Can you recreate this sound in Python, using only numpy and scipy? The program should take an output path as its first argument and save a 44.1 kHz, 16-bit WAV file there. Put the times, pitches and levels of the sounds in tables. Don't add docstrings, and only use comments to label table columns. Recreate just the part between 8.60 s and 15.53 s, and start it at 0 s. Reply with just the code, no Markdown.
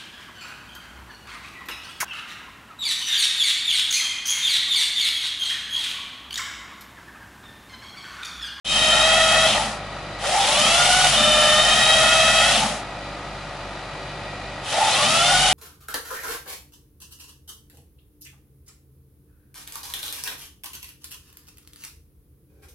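import sys
import numpy as np
from scipy import signal
from scipy.fft import rfft, irfft, next_fast_len
from scipy.io import wavfile
from scipy.ndimage import uniform_filter1d

SR = 44100
rng = np.random.default_rng(int(sys.argv[2]) if len(sys.argv) > 2 else 0)


def generate_wav(signal):
    frames = np.transpose(np.atleast_2d(signal))
    scaled = np.clip(frames, -1, 1) * 32767
    pcm = np.round(scaled).astype(np.int16)
    wavfile.write(sys.argv[1], SR, pcm)


N = 305613
TIME = np.arange(N) / SR
HZ = np.maximum(np.arange(N // 2 + 1) * SR / N, 1)
SIDES = np.array([[1], [-1]])

# valve opening, valve closing and spin-up time in seconds, free speed in
# teeth per second, rise time of the roar in seconds, motor hum gain in dB, chip gain in dB.
SAW_RUNS = [(0, .9, 0.8, 735, 0.38, -47.5, -0.6), (1.575, 3.935, .78, 735, 0.076, -52.5, 0.8),
            (6.015, 7, .84, 745, .16, -52, -0.6)]
# time in seconds, teeth per second, tooth note gain in dB.
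CUT_CURVES = [
    [(0, 623, -7), (.2, 630, -7), (.37, 626, -1), (.5, 644, 2), (.6, 647, 3.5), (.7, 640, -3),
     (.85, 645, 5), (.91, 626, 13)],
    [(2.49, 650, -4), (2.58, 600, 4), (2.68, 605, 1), (2.95, 609, -1), (3.22, 632, -9), (3.42, 640, 3),
     (3.6, 645, 0.5), (3.84, 646, -5), (3.94, 680, 7)],
]
# multiple of the tooth rate, free and cutting gains in dB, roughness 0 to 1.
HEAD_PARTIALS = [(1.1, -13.5, -16, 0.9), (1.2, -23, -20.5, 0.73), (2, 0, -7, 0.65), (2.2, -36.5, -7.5, 0.7),
                 (2.8, -33, -7, 0.98), (3, -20, -4.5, 0.68)]
BAR_PARTIALS = [(4, -2, -3, 0.33), (4.4, -6.5, -18, 1), (4.94, -25, -12, 0.68), (5, -1.5, -3, 0.51),
                (5.9, -24, -11, 1), (6, -4.5, -1, 0.56), (7, -2.5, -22, 0.44), (8, 3.5, -13, 0.32)]
# centre in Hz, width in Hz, gain in dB.
HEAD_RESONANCES = [(592, 107, 1.5), (716, 39, 3), (807, 55, 3), (1268, 177, -2), (1438.5, 50, -5),
                   (1905, 185, -3)]
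BAR_RESONANCES = [(2616, 116, -4.5), (3040, 170, -5.5), (3125, 236, -3), (3578, 210, -4.5),
                  (3805, 37, -5.5), (4070, 70, -6)]
RINGING_RESONANCES = [(1918, 34, 8), (2435, 120, 2), (2950, 41, 0.5), (3630, 36, 1.5), (3980, 90, 1),
                      (4740, 77, -1)]
# peak time in seconds, level in dB, half-width in seconds.
FRAME_JOLTS = [(1.0, -35.5, 0.091), (2.62, -31, 0.029), (4.038, -31, 0.096)]
# frequency in Hz, relative density in dB.
CHIP_SPECTRUM = [(500, -9), (900, -0.5), (1600, -3.5), (2400, 3), (4300, 1.5), (5400, 1.5), (6500, -1),
                 (8500, -2.5), (11000, -4)]
FRAME_SPECTRUM = [(40, -30), (90, -36), (130, -3), (175, -4.5), (215, 7), (250, -4.5), (282, -2),
                  (310, -23), (450, -31), (600, -8)]
CLATTER_SPECTRUM = [(25, -19), (45, -18), (80, -5.5), (135, 3.5), (240, -6.5), (290, -0.5), (440, -7),
                    (650, 2), (850, 0.5), (1050, -5), (1280, -0.5), (1550, -6.5), (2400, -9), (3100, -11),
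                    (4000, -12.5), (5500, -18.5), (8000, -25.5), (11000, -29)]
# multiple of the firing rate, level in dB.
ENGINE_ORDERS = [(2, -48.5), (3, -49.5), (4, -52), (7.75, -55.5), (10, -51.5), (11.45, -47.5), (12.05, -55),
                 (14, -51.5), (17.05, -62), (19.35, -54), (24.95, -50)]
# frequency in Hz, correlation 0 to 1.
EAR_COHERENCE = [(60, 0.93), (130, 1), (270, 0.94), (600, 0.99), (1200, 0.93), (2500, 0.77), (5000, 0.45),
                 (11000, 0.28)]
# frequency in Hz, left minus right in dB.
EAR_BALANCE = [(60, -1), (500, 1.1), (1200, .4), (2200, 1.9), (4500, -0.5), (7000, 2.2), (11000, 3)]

# gain at working speed in dB, dB per doubling of speed, dB added in the wood,
# run-down in seconds.
ROAR = (-22.5, 1.5, 1, .34)
SQUEAL = (-23, 1.5, 3, .25)
RASP = (-24.5, 6, -.96, .31)
SHUDDER = (-45.5, 8, 4.5, .1)
MOTOR_HUM = (0, 40, 6.5, -.3)

CREEP_HZ, WORKING_HZ = 199.6, 658
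FIRING_HZ, PUMP_HZ, CUTOFF_HZ = 49.6, 1937, 11080


def saw():
    rate, bite, note_db = chain_motion()
    roar_rise_s, hum_db, chips_db = np.transpose(SAW_RUNS)[4:]
    accel = uniform_filter1d(np.gradient(np.log(rate)) * SR, size=3600)
    slack = .665 * np.tanh(np.abs(accel) / 2.18) * np.where(accel < 0, 1.7, .9)
    jitter = (.002207 + .01203 * slack) * drift(19.73)
    phase = 2 * np.pi * np.cumsum(rate * (1 + jitter)) / SR
    head = head_ring(rate, phase, bite, slack, note_db) + head_howl(rate, accel)
    roar = envelope(ROAR, rate, bite, rise_s=roar_rise_s) * head
    squeal = envelope(SQUEAL, rate, bite) * bar_squeal(rate, phase, bite, slack)
    rasp = envelope(RASP, rate, bite, run_db=chips_db + 4) * chips(rate, phase)
    motor = tone(phase / 5, rough=.4, flutter_hz=5, spread=.1)
    hum = envelope(MOTOR_HUM, rate, bite, run_db=hum_db) * motor
    return roar + squeal + rasp + hum + frame_shudder(rate, bite)


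def chain_motion(oil_lag_s=.035, bite_s=.05, coast_s=.125, free_db=-.5):
    rate, bite, note_db = np.full(N, CREEP_HZ), np.zeros(N), np.full(N, free_db)
    for opens, closes, spin_s, free_hz, *_ in SAW_RUNS:
        driven = free_hz - (free_hz - CREEP_HZ) * (1 - ramp(opens + oil_lag_s, spin_s)) ** 2
        sunk = 0
        for cut in CUT_CURVES:
            if opens < cut[1][0] < closes:
                times, cut_hz, cut_db = np.transpose(cut)
                sunk = ramp(times[0], bite_s)
                driven += sunk * (np.interp(TIME, times, cut_hz) - driven)
                note_db += sunk * (np.interp(TIME, times, cut_db) - free_db) * (1 - ramp(closes, coast_s))
        coast = np.exp(-np.maximum(TIME - closes, 0) / coast_s)
        rate = np.where(TIME >= opens, CREEP_HZ + (driven - CREEP_HZ) * coast, rate)
        bite = np.where(TIME >= opens, sunk * coast, bite)
    return rate, bite, note_db


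def chain_tones(partials, body, rate, phase, bite, slack, flutter_hz, spread):
    out = 0
    for multiple, free_db, cut_db, rough in partials:
        strength = from_db(free_db) * (1 - bite) + from_db(cut_db) * bite
        line = tone(multiple * (phase + slack * drift(46)), rough, flutter_hz, spread)
        out += strength * np.interp(multiple * rate, HZ, body) * line
    return out


def head_ring(rate, phase, bite, slack, note_db):
    head = response(HEAD_RESONANCES, low_hz=540)
    note_gain = from_db(note_db - 14 * slack - 3.5) * np.interp(rate, HZ, head)
    note = note_gain * tone(phase + slack * drift(39), rough=.33, flutter_hz=17.5, spread=.055)
    whine = chain_tones(HEAD_PARTIALS, head, rate, phase, bite, slack, flutter_hz=25, spread=.34)
    rattle = noise(head) * from_db(-4.5 + 2.2 * drift(33))
    return note + from_db(1.77 - 12 * slack) * whine + rattle


def head_howl(rate, accel):
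    plate = response([(785.5, 14, 2), (867, 21, 2), (930, 50, -20)], low_hz=600)
    tuning = np.interp(2 * rate, HZ, response([(820, 138, 0)], low_hz=610))
    drive = np.where(accel > 0, 1, .6)
    return from_db(3) * drive * tuning * noise(plate)


def bar_squeal(rate, phase, bite, slack):
    bar = response(BAR_RESONANCES, low_hz=1980)
    taut = np.clip((rate - 390) / 110, 0, 1) / (1 + .3 * slack)
    shriek = chain_tones(BAR_PARTIALS, bar, rate, phase, bite, slack, flutter_hz=33.5, spread=.31)
    scrape = noise(bar) * from_db(-6.5 + drift(40))
    return from_db(2 + .84 * SIDES) * taut * shriek + scrape


def chips(rate, phase, repeat=.25, throb=.039, grain_db=.95):
    hiss = noise(from_db(at_hz(CHIP_SPECTRUM, HZ)) * (HZ < CUTOFF_HZ))
    before = np.array([np.interp(TIME - 1 / rate, TIME, channel) for channel in hiss])
    grains = from_db(grain_db * drift(250)) * (1 + throb * np.cos(phase / 10))
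    return rms_one((hiss + repeat * before) * grains)


def frame_shudder(rate, bite, shake_hz=615, damping_db=7):
    shake = from_db(-34 - damping_db * bite) * bump(rate, shake_hz, width=58)
    jolts = sum(from_db(db) * bump(TIME, peak_s, width) for peak_s, db, width in FRAME_JOLTS)
    level = np.sqrt(envelope(SHUDDER, rate, bite) ** 2 + shake ** 2 + jolts ** 2)
    return level * noise(from_db(at_hz(FRAME_SPECTRUM, HZ)) * (HZ < 700))


def diesel(load_lag_s=.45, load_s=.3, unload_lag_s=.14, unload_s=.0992, surge_hz=4.5):
    load, surge = 0, 0
    for opens, closes, *_ in SAW_RUNS:
        loaded = ramp(opens + load_lag_s, load_s) if opens > load_lag_s else 1
        load += loaded - ramp(closes + unload_lag_s, unload_s)
        surge += bump(TIME, closes + unload_lag_s + unload_s / 2, width=.11)
    rate = (FIRING_HZ + surge_hz * surge) * (1 + .003967 * drift(2.88))
    phase = 2 * np.pi * np.cumsum(rate) / SR
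    dip = ramp(6.02, unload_s) - ramp(6.45, load_s)
    exhaust = from_db(-44 + 5.5 * load - 12 * dip) * tone(phase, rough=.25, flutter_hz=8.3, spread=.054)
    tones = sum(from_db(db) * tone(multiple * phase, rough=.31, flutter_hz=2.9, spread=.022)
                for multiple, db in ENGINE_ORDERS)
    knock = 1 + .11 * np.cos(phase)
    clatter = from_db(-35) * rms_one(knock * noise(from_db(at_hz(CLATTER_SPECTRUM, HZ))))
    return exhaust + tones + clatter


def pump_and_ringing():
    pump = from_db(-49.5) * tone(2 * np.pi * PUMP_HZ * TIME, rough=.46, flutter_hz=11, spread=.2)
    ringing = from_db(-44.5 + 1.4 * drift(2.2)) * noise(response(RINGING_RESONANCES, low_hz=1500))
    return pump + ringing


def trees(x, t60_s=.41, echo_db=-11):
    t = TIME[:SR // 2]
    scatter = rng.standard_normal((2, len(t))) * from_db(-60 * t / t60_s) * (t > .012)
    mid, side = scatter / np.sqrt(np.sum(scatter ** 2, axis=1, keepdims=True))
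    tail = signal.fftconvolve(x, mid + .18 * side * SIDES, axes=1)[:, :N]
    band = signal.butter(1, [400, 3500], "band", fs=SR, output="sos")
    return from_db(echo_db) * signal.sosfilt(band, tail)


def envelope(layer, rate, bite, rise_s=.096, run_db=0):
    db, doubling_db, wood_db, run_down_s = layer
    opens, closes = np.transpose(SAW_RUNS)[:2]
    running = sum(from_db(gain_db) * ramp(on, rise) * np.cos(np.pi / 2 * ramp(off, run_down_s))
                  for on, off, rise, gain_db in np.broadcast(opens, closes, rise_s, run_db))
    return from_db(db + doubling_db * np.log2(rate / WORKING_HZ) + wood_db * bite) * running


def response(modes, low_hz):
    power = sum(from_db(db) ** 2 / (1 + ((HZ - hz) / width) ** 2) ** 2 for hz, width, db in modes)
    return np.sqrt(power / (1 + (low_hz / HZ) ** 16))


def tone(phase, rough, flutter_hz, spread):
    swell = np.sqrt(2 * (1 - rough ** 2)) + rough * drift(flutter_hz)
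    angle = phase + rng.uniform(0, 2 * np.pi) + spread * drift(9.7) * SIDES
    return swell * np.cos(angle) + rough * drift(flutter_hz) * np.sin(angle)


def noise(gain):
    size = next_fast_len(N, real=True)
    hz = np.maximum(np.arange(size // 2 + 1) * SR / size, 1)
    mid, side = rfft(rng.standard_normal((2, size)))
    alike = np.clip(at_hz(EAR_COHERENCE, hz), 0, .995)
    both = np.sqrt(1 + alike) * mid + np.sqrt(1 - alike) * side * SIDES
    balance = from_db(SIDES * at_hz(EAR_BALANCE, hz) / 2)
    return rms_one(irfft(both * np.interp(hz, HZ, gain) * balance, size)[:, :N])


def drift(hz):
    pole = np.exp(-40 * np.pi * hz / SR)
    slow = signal.lfilter([1], [1, -2 * pole, pole ** 2], rng.standard_normal(N // 20 + 2002))[2000:]
    return np.interp(np.arange(N) / 20, np.arange(len(slow)), rms_one(slow))


def at_hz(points, hz):
    f, value = np.transpose(points)
    return np.interp(np.log(hz), np.log(f), value)


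def ramp(start, length):
    return np.clip((TIME - start) / length, 0, 1)


def bump(x, centre, width):
    return np.exp(-((x - centre) / width) ** 2)


def from_db(db):
    return 10 ** (np.asarray(db) / 20)


def rms_one(x):
    return x / np.sqrt(np.mean(x ** 2) + 1e-20)


def scene():
    machine = saw() + diesel() + pump_and_ringing()
    return machine + trees(machine)


def record(dry):
    fade = np.interp(TIME, [.045, .05, .12, .22], [0, .3, .7, 1])
    return signal.sosfilt(signal.ellip(12, .1, 90, CUTOFF_HZ, fs=SR, output="sos"), dry * fade)


dry = scene()
out = record(dry)
generate_wav(out)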